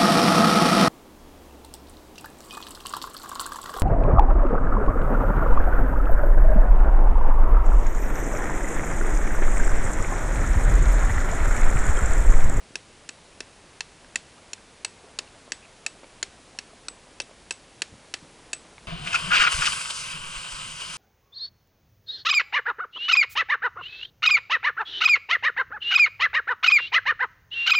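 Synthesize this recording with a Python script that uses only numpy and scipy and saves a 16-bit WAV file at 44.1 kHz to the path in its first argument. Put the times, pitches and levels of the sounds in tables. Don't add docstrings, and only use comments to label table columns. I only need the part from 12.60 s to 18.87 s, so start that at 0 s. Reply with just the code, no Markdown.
import sys
import numpy as np
from scipy import signal
from scipy.fft import rfft, irfft
from scipy.io import wavfile
from scipy.ndimage import uniform_filter1d

SR = 44100
rng = np.random.default_rng(int(sys.argv[2]) if len(sys.argv) > 2 else 0)


def to_wav(s):
    ch = np.atleast_2d(s).T
    pcm = np.round(np.clip(ch, -1, 1) * 32767)
    wavfile.write(sys.argv[1], SR, pcm.astype(np.int16))


def natural_amplitude(level_db):
    exponent = np.asarray(level_db, float) / 20
    return 10 ** exponent


N = 276507

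MAIN_HZ = 2630
# (f/Hz, level/dB, time to fade 60 dB/s)
FREE_STEEL = [
    (2640, -29, .12),
    (3650, -38, .1),
    (7975, -31, .2),
    (8035, -34, .14),
]


def level(x, db):
    return x * natural_amplitude(db) / np.sqrt(np.mean(x ** 2))


def band(x, lo_hz, hi_hz, order=2):
    return signal.sosfilt(signal.butter(order, [lo_hz, hi_hz], "bandpass", fs=SR, output="sos"), x)


def ring(force, hz, t60, lag=0.):
    pole = np.exp(2j * np.pi * hz / SR - np.log(1000) / (max(t60, .002) * SR))
    swing = signal.lfilter([1], [1, -pole], force.astype(complex))
    return np.real(np.exp(-1j * lag) * swing)


def add(out, s, x):
    i = int(s * SR)
    out[i:i + len(x)] += x[:len(out) - i]


def walk(rate):
    k = int(SR / rate)
    steps = np.repeat(rng.standard_normal(N // k + 1), k)
    return 1.3 * uniform_filter1d(uniform_filter1d(steps, k), k)[:N]


def hiss():
    # (f/Hz, level/dB per Hz)
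    hiss_colour = [(12, -34), (20, 5), (513, -2.5), (1370, -8.5), (2530, -8), (7930, -13), (10300, -14),
                   (11500, -29), (15000, -68), (22000, -120)]
    hz, db = np.transpose(hiss_colour)
    f = np.fft.rfftfreq(N, 1 / SR)
    colour = natural_amplitude(np.interp(np.log(f + 1), np.log(hz), db))
    noise = irfft(rfft(rng.standard_normal(N)) * colour, N)
    return level(noise, -53) * natural_amplitude(.2 * walk(3))


def rustle():
    # (t/s, level/dB)
    arm_motion = [(0.0, -57.5), (0.47, -59.5), (0.87, -57.5), (1.68, -58), (2.18, -58.5), (2.53, -54),
                  (2.98, -55), (3.81, -58), (4.3, -56.5), (5.15, -59), (5.52, -56.5), (6.27, -54.5)]
    t = np.arange(N) / SR
    cloth_db = np.interp(t, *np.transpose(arm_motion))
    leaves_db = -61 + 0.36 * (cloth_db - cloth_db.mean()) - .5 * t
    out = np.zeros(N)
    for lo_hz, hi_hz, db in ((196, 560, cloth_db - 7.5), (420, 1240, cloth_db - 5.0),
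                             (1270, 2600, leaves_db - 3.5), (2400, 5000, leaves_db - 9.5)):
        patchy = natural_amplitude(db + 2.2 * walk(70))
        out += patchy * level(band(rng.standard_normal(N), lo_hz, hi_hz), 0)
    return out


def knocks_and_ticks():
    # (t/s, peak level/dB, f/Hz, time to fade 60 dB/s)
    small_knocks = [(0.107, -40, 300, 0.018), (1.05, -67, 94.2, 0.03), (2.44, -41, 420, 0.05),
                    (2.878, -40, 574, 0.02), (3.433, -36, 560, 0.013), (3.444, -39.5, 566, 0.022),
                    (4.133, -41.5, 675, 0.041), (4.694, -43.5, 670, 0.025), (5.324, -41, 100, 0.037),
                    (5.339, -40, 257, 0.014), (5.351, -43, 122.3, 0.024), (5.623, -51, 175, 0.028),
                    (5.649, -46, 250, 0.034),
                    (2.6765, -40, 2700, 0.014), (3.4425, -39, 2300, 0.012), (3.436, -44, 1300, 0.018),
                  (6.1812, -36, 2200, .016), (6.1815, -41.5, 880, .02), (1.04, -44, 310, .03),
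                  (.806, -38, 400, .03), (3.95, -42, 770, .02), (4.47, -45.5, 600, 0.034),
                  (4.311, -41, 400, .012), (4.604, -33, 556, .03), (4.912, -36, 950, .02),
                  (4.712, -43, 600, 0.024), (1.446, -41, 1600, 0.017), (1.98, -45, 1600, .03),
                    (4.6088, -29, 2750, .022), (4.6090, -33, 5300, .014), (4.6174, -31, 5750, .016),
                   (4.6178, -35, 9700, .016), (4.6222, -35, 3800, .016), (4.9238, -33, 6400, .012),
                   (4.9245, -36, 5200, .025), (4.9240, -38, 9900, .016), (.93, -49, 2500, .03),
                    (5.328, -43, 200, .04), (5.627, -42, 150, .05), (.108, -48, 450, .02)]
    out, t = np.zeros(N), np.arange(4000) / SR
    for s, db, hz, t60 in small_knocks:
        push = (1 + .5 * rng.standard_normal(len(t))) * np.exp(-t * hz * 5)
        knock = ring(push, hz, t60) + 0.28 * ring(push, hz * 0.61, t60) + .5 * ring(push, hz * 1.6, t60)
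        knock = band(knock, hz * 0.18, min(hz * 4, SR / 3))
        add(out, s, natural_amplitude(db) * knock / np.abs(knock).max())
    return out


def contact(force, hz, db, t60, free_db, crack):
    lead, grip_s = -.6, 0.0041
    held = sum(natural_amplitude(d) * ring(force, f, fade, lag=lead) for f, d, fade in zip(hz, db, t60))
    held *= np.exp(-(np.arange(len(force)) / SR / grip_s) ** 2)
    free = sum(natural_amplitude(d + share) * ring(force, f, fade)
               for (f, d, fade), share in zip(FREE_STEEL, free_db))
    shock = signal.lfilter([1, 0, -1, -1], [1], force)
    return (held + free + crack * shock) / 3.97


def ring_levels(stone_hz, top_db, high_db):
    # (f/Hz, level/dB, time to fade 60 dB/s)
    held_rings = [(347, -11.5, 0.015), (513, -19, 0.036), (1010, -16.5, 0.016), (1314, -21.5, 0.0094),
                  (2035, -7.5, 0.012), (MAIN_HZ, 0, 0.017), (2955, -3, 0.0067), (3797, -5.5, 0.01),
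                  (4190, -4, 0.012), (4530, -7.5, 0.022), (5365, -2.5, 0.017), (5800, -10, 0.023),
                  (6540, -13.5, 0.04), (6950, -6, 0.075), (7960, -15.5, 0.056), (10200, -11.5, .02)]
    stone_db = -4 - 0.21 * top_db
    main_db = -1 + 0.14 * top_db
    thump_db, middle_db = 0.5, -0.2
    hz, db, t60 = np.transpose(held_rings + [(stone_hz, -5 + stone_db, 0.044)])
    groups = [hz < 1200, hz < 2150, hz < 3200, hz < 6000, hz < 7500, hz < 8500]
    db = db + np.select(groups, [thump_db, 0, main_db, middle_db, top_db, high_db], top_db)
    return hz, db, t60, np.array([main_db, middle_db, high_db, high_db])


def strike_and_scrape(t, scrape_db):
    roughness_db = 4.8 * rng.standard_normal(len(t)).clip(-3, 1.3)
    grit = rng.standard_normal(len(t))
    force = natural_amplitude(scrape_db + roughness_db) * grit * np.exp(-(t / 0.0041) ** 3) * 0.26
    force[0] = 1
    return force


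def scatter(t):
    # (lowest f/Hz, highest f/Hz, level against the blow/dB, time to fade 60 dB/s)
    echo_bands = [(298, 1420, -31.5, 0.05), (1220, 3900, -24.5, 0.038), (3030, 6600, -22.5, 0.033),
                  (6000, 10800, -29.5, 0.056), (970, 7500, -39.5, 0.29)]
    noise = rng.standard_normal(len(t))
    cloud = np.zeros(len(t))
    for lo, hi, db, fade in echo_bands:
        even = np.sqrt(SR / 2 / (hi - lo))
        cloud += natural_amplitude(db - 60 * t / fade) * band(noise, lo, hi) * even
    return natural_amplitude(4) * cloud * np.clip(t / 0.001, 0, 1)


def hand_jolt(t, bend):
    push_s = 0.00063
    jolt = ring(np.exp(-t / push_s), 322.4 * (1 + 0.13 * bend), 0.021)
    return natural_amplitude(-27) * jolt / np.abs(jolt).max()


def add_skips(out, s, t, bend, hz, ring_db, t60, free_db):
    # (t/s, level/dB, favoured f/Hz, how strongly it is favoured/dB per octave)
    skips = [(.1570, -29, 2750, 15), (0.1588, -26, 3000, 4), (0.494, -16, 3020, 7), (0.805, -16, 1800, 12),
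             (1.2087, -18, 2700, 11), (1.5591, -6, 2640, 17), (1.5745, -28, 8000, 20),
             (1.9345, -15.5, 6000, 11), (2.25, -12, 2600, 14), (2.2555, -24, 8000, 14),
             (2.5916, -9.5, 2800, 10), (2.923, -16.5, 3000, 9), (2.93, -29, 3000, 9),
             (3.266, -16.5, 2490, 4), (3.268, -15, 4500, 5), (3.2800, -27, 8000, 20),
             (3.6303, -16, 4500, 3), (3.6440, -25, 8000, 20), (3.9945, -26, 4500, 5),
             (4.2842, -5, 4300, 22), (4.6034, -12, 2800, 8), (4.9107, -14, 2700, 17),
             (4.9150, -19, 5000, 4), (5.223, -13, 4200, 9), (5.224, -17, 2600, 10), (5.5430, -10, 2700, 14),
             (5.5510, -24, 8000, 10), (5.9346, -15.5, 2600, 8), (5.939, -15, 8000, 12)]
    free_hz = np.array(FREE_STEEL)[:, 0]
    touch = np.exp(-t[:len(t) // 3] / .00005) * .5
    pitch = hz * (1 + .006 * np.roll(bend, 3))
    for when, touch_db, favour_hz, slope_db in skips:
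        if s < when < s + .1:
            away_db = -slope_db * np.abs(np.log2(hz / favour_hz))
            free_away_db = -slope_db * np.abs(np.log2(free_hz / favour_hz))
            cycles = np.round((when - s - .0006) * MAIN_HZ).clip(2)
            skip = contact(touch, pitch, ring_db + away_db, t60, free_db + free_away_db, crack=0.07)
            add(out, s + .0006 + cycles / MAIN_HZ, natural_amplitude(touch_db) * skip)


def flint():
    # (t/s, peak level/dB, gripped stone f/Hz, level of top rings/dB, level of free high steel ring/dB)
    blows = [(0.155, -13.5, 1770, -2, 6), (0.4898, -19, 1830, 1, 2), (0.8044, -16, 1810, -3, -15),
             (1.206, -13, 1910, 0, -12), (1.557, -9, 1900, 7.5, 4), (1.9321, -17, 1880, 6, 2),
             (2.247, -10, 1670, 0, 8), (2.588, -11, 1660, 2.5, -5), (2.9195, -11, 1820, -1.5, 8),
             (3.263, -10.5, 1830, 5.5, 6), (3.6277, -9.5, 1710, 5.5, 1), (3.9873, -14.5, 1760, -7, -2),
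             (4.2832, -20, 1470, -18, 15), (4.6005, -12, 1560, -12, 9), (4.9077, -11, 1780, -3, 11),
             (5.219, -8.5, 1710, 3, 6.5), (5.5392, -10, 1820, -1.5, 0), (5.931, -10.5, 1760, 4, 14)]
    out, hand, t = np.zeros(N), np.zeros(N), np.arange(12000) / SR
    usual_db = np.mean(blows, axis=0)[1]
    for s, db, stone_hz, top_db, high_db in blows:
        hz, ring_db, t60, free_db = ring_levels(stone_hz, top_db, high_db)
        bend = rng.standard_normal(len(hz))
        force = strike_and_scrape(t, -8 - 0.2 * (db - usual_db))
        blow = contact(force, hz * (1 + .012 * bend), ring_db, t60, free_db, crack=0.17)
        add(out, s + .0006, natural_amplitude(db) * (blow + scatter(t)))
        add(hand, s + 0.00093, natural_amplitude(db) * hand_jolt(t, bend[0]))
        add_skips(out, s, t, bend, hz, ring_db, t60, free_db)
    out = signal.sosfilt(signal.butter(2, 8800, fs=SR, output="sos"), out)
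    return band(out, 370, 9650) + band(hand, 193, 1260)


def squeaks():
    # (t/s, length/s, start f/Hz, end f/Hz, level/dB)
    rubs = [
        (1.754, .042, 698, 1430, -57),
        (3.015, .044, 2580, 2560, -55),
    ]
    out, attack_s = np.zeros(N), 0.0096
    for s, length, start_hz, end_hz, db in rubs:
        now = np.arange(0, length, 1 / SR)
        swell = np.clip(np.minimum(now, 2 * (length - now)) / attack_s, 0, 1) ** 2
        wobble = uniform_filter1d(rng.standard_normal((2, len(now))), size=60)
        pitch = (start_hz + (end_hz - start_hz) * now / length) * (1 + 0.38 * wobble[0])
        tone = np.sqrt(2) * np.sin(2 * np.pi * np.cumsum(pitch) / SR)
        add(out, s, swell * natural_amplitude(db + 31 * wobble[1] - 0.5) * tone)
    return out


def scene():
    mono = hiss() + rustle() + knocks_and_ticks() + flint() + squeaks()
    return np.tile(mono, (2, 1))


def top_cut(x):
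    return signal.sosfilt(signal.butter(12, 11880, fs=SR, output="sos"), x)


def record(dry):
    treble = band(dry, 3900, 22000)
    loud = uniform_filter1d(np.abs(treble[0]), size=130)
    coming = uniform_filter1d(np.roll(loud, -int(0.0056 * SR)), size=120)
    starved = np.clip(coming / natural_amplitude(-29), 0, .9) * (loud < natural_amplitude(-50))
    high_pass = signal.butter(2, 2000, "highpass", fs=SR, output="sos")
    in_step_treble = signal.sosfiltfilt(high_pass, dry)
    rough = natural_amplitude(-25) * loud * (loud > natural_amplitude(-46)) * rng.standard_normal(N)
    unlike = band(rough, 900, 12000) * np.array([[1], [-1]])
    x = dry - starved * in_step_treble + unlike
    cut = signal.firwin(161, 10940, window=("kaiser", 7), fs=SR)
    return top_cut(signal.fftconvolve(x, cut[None], mode="same"))


dry = scene()
out = record(dry)
to_wav(out)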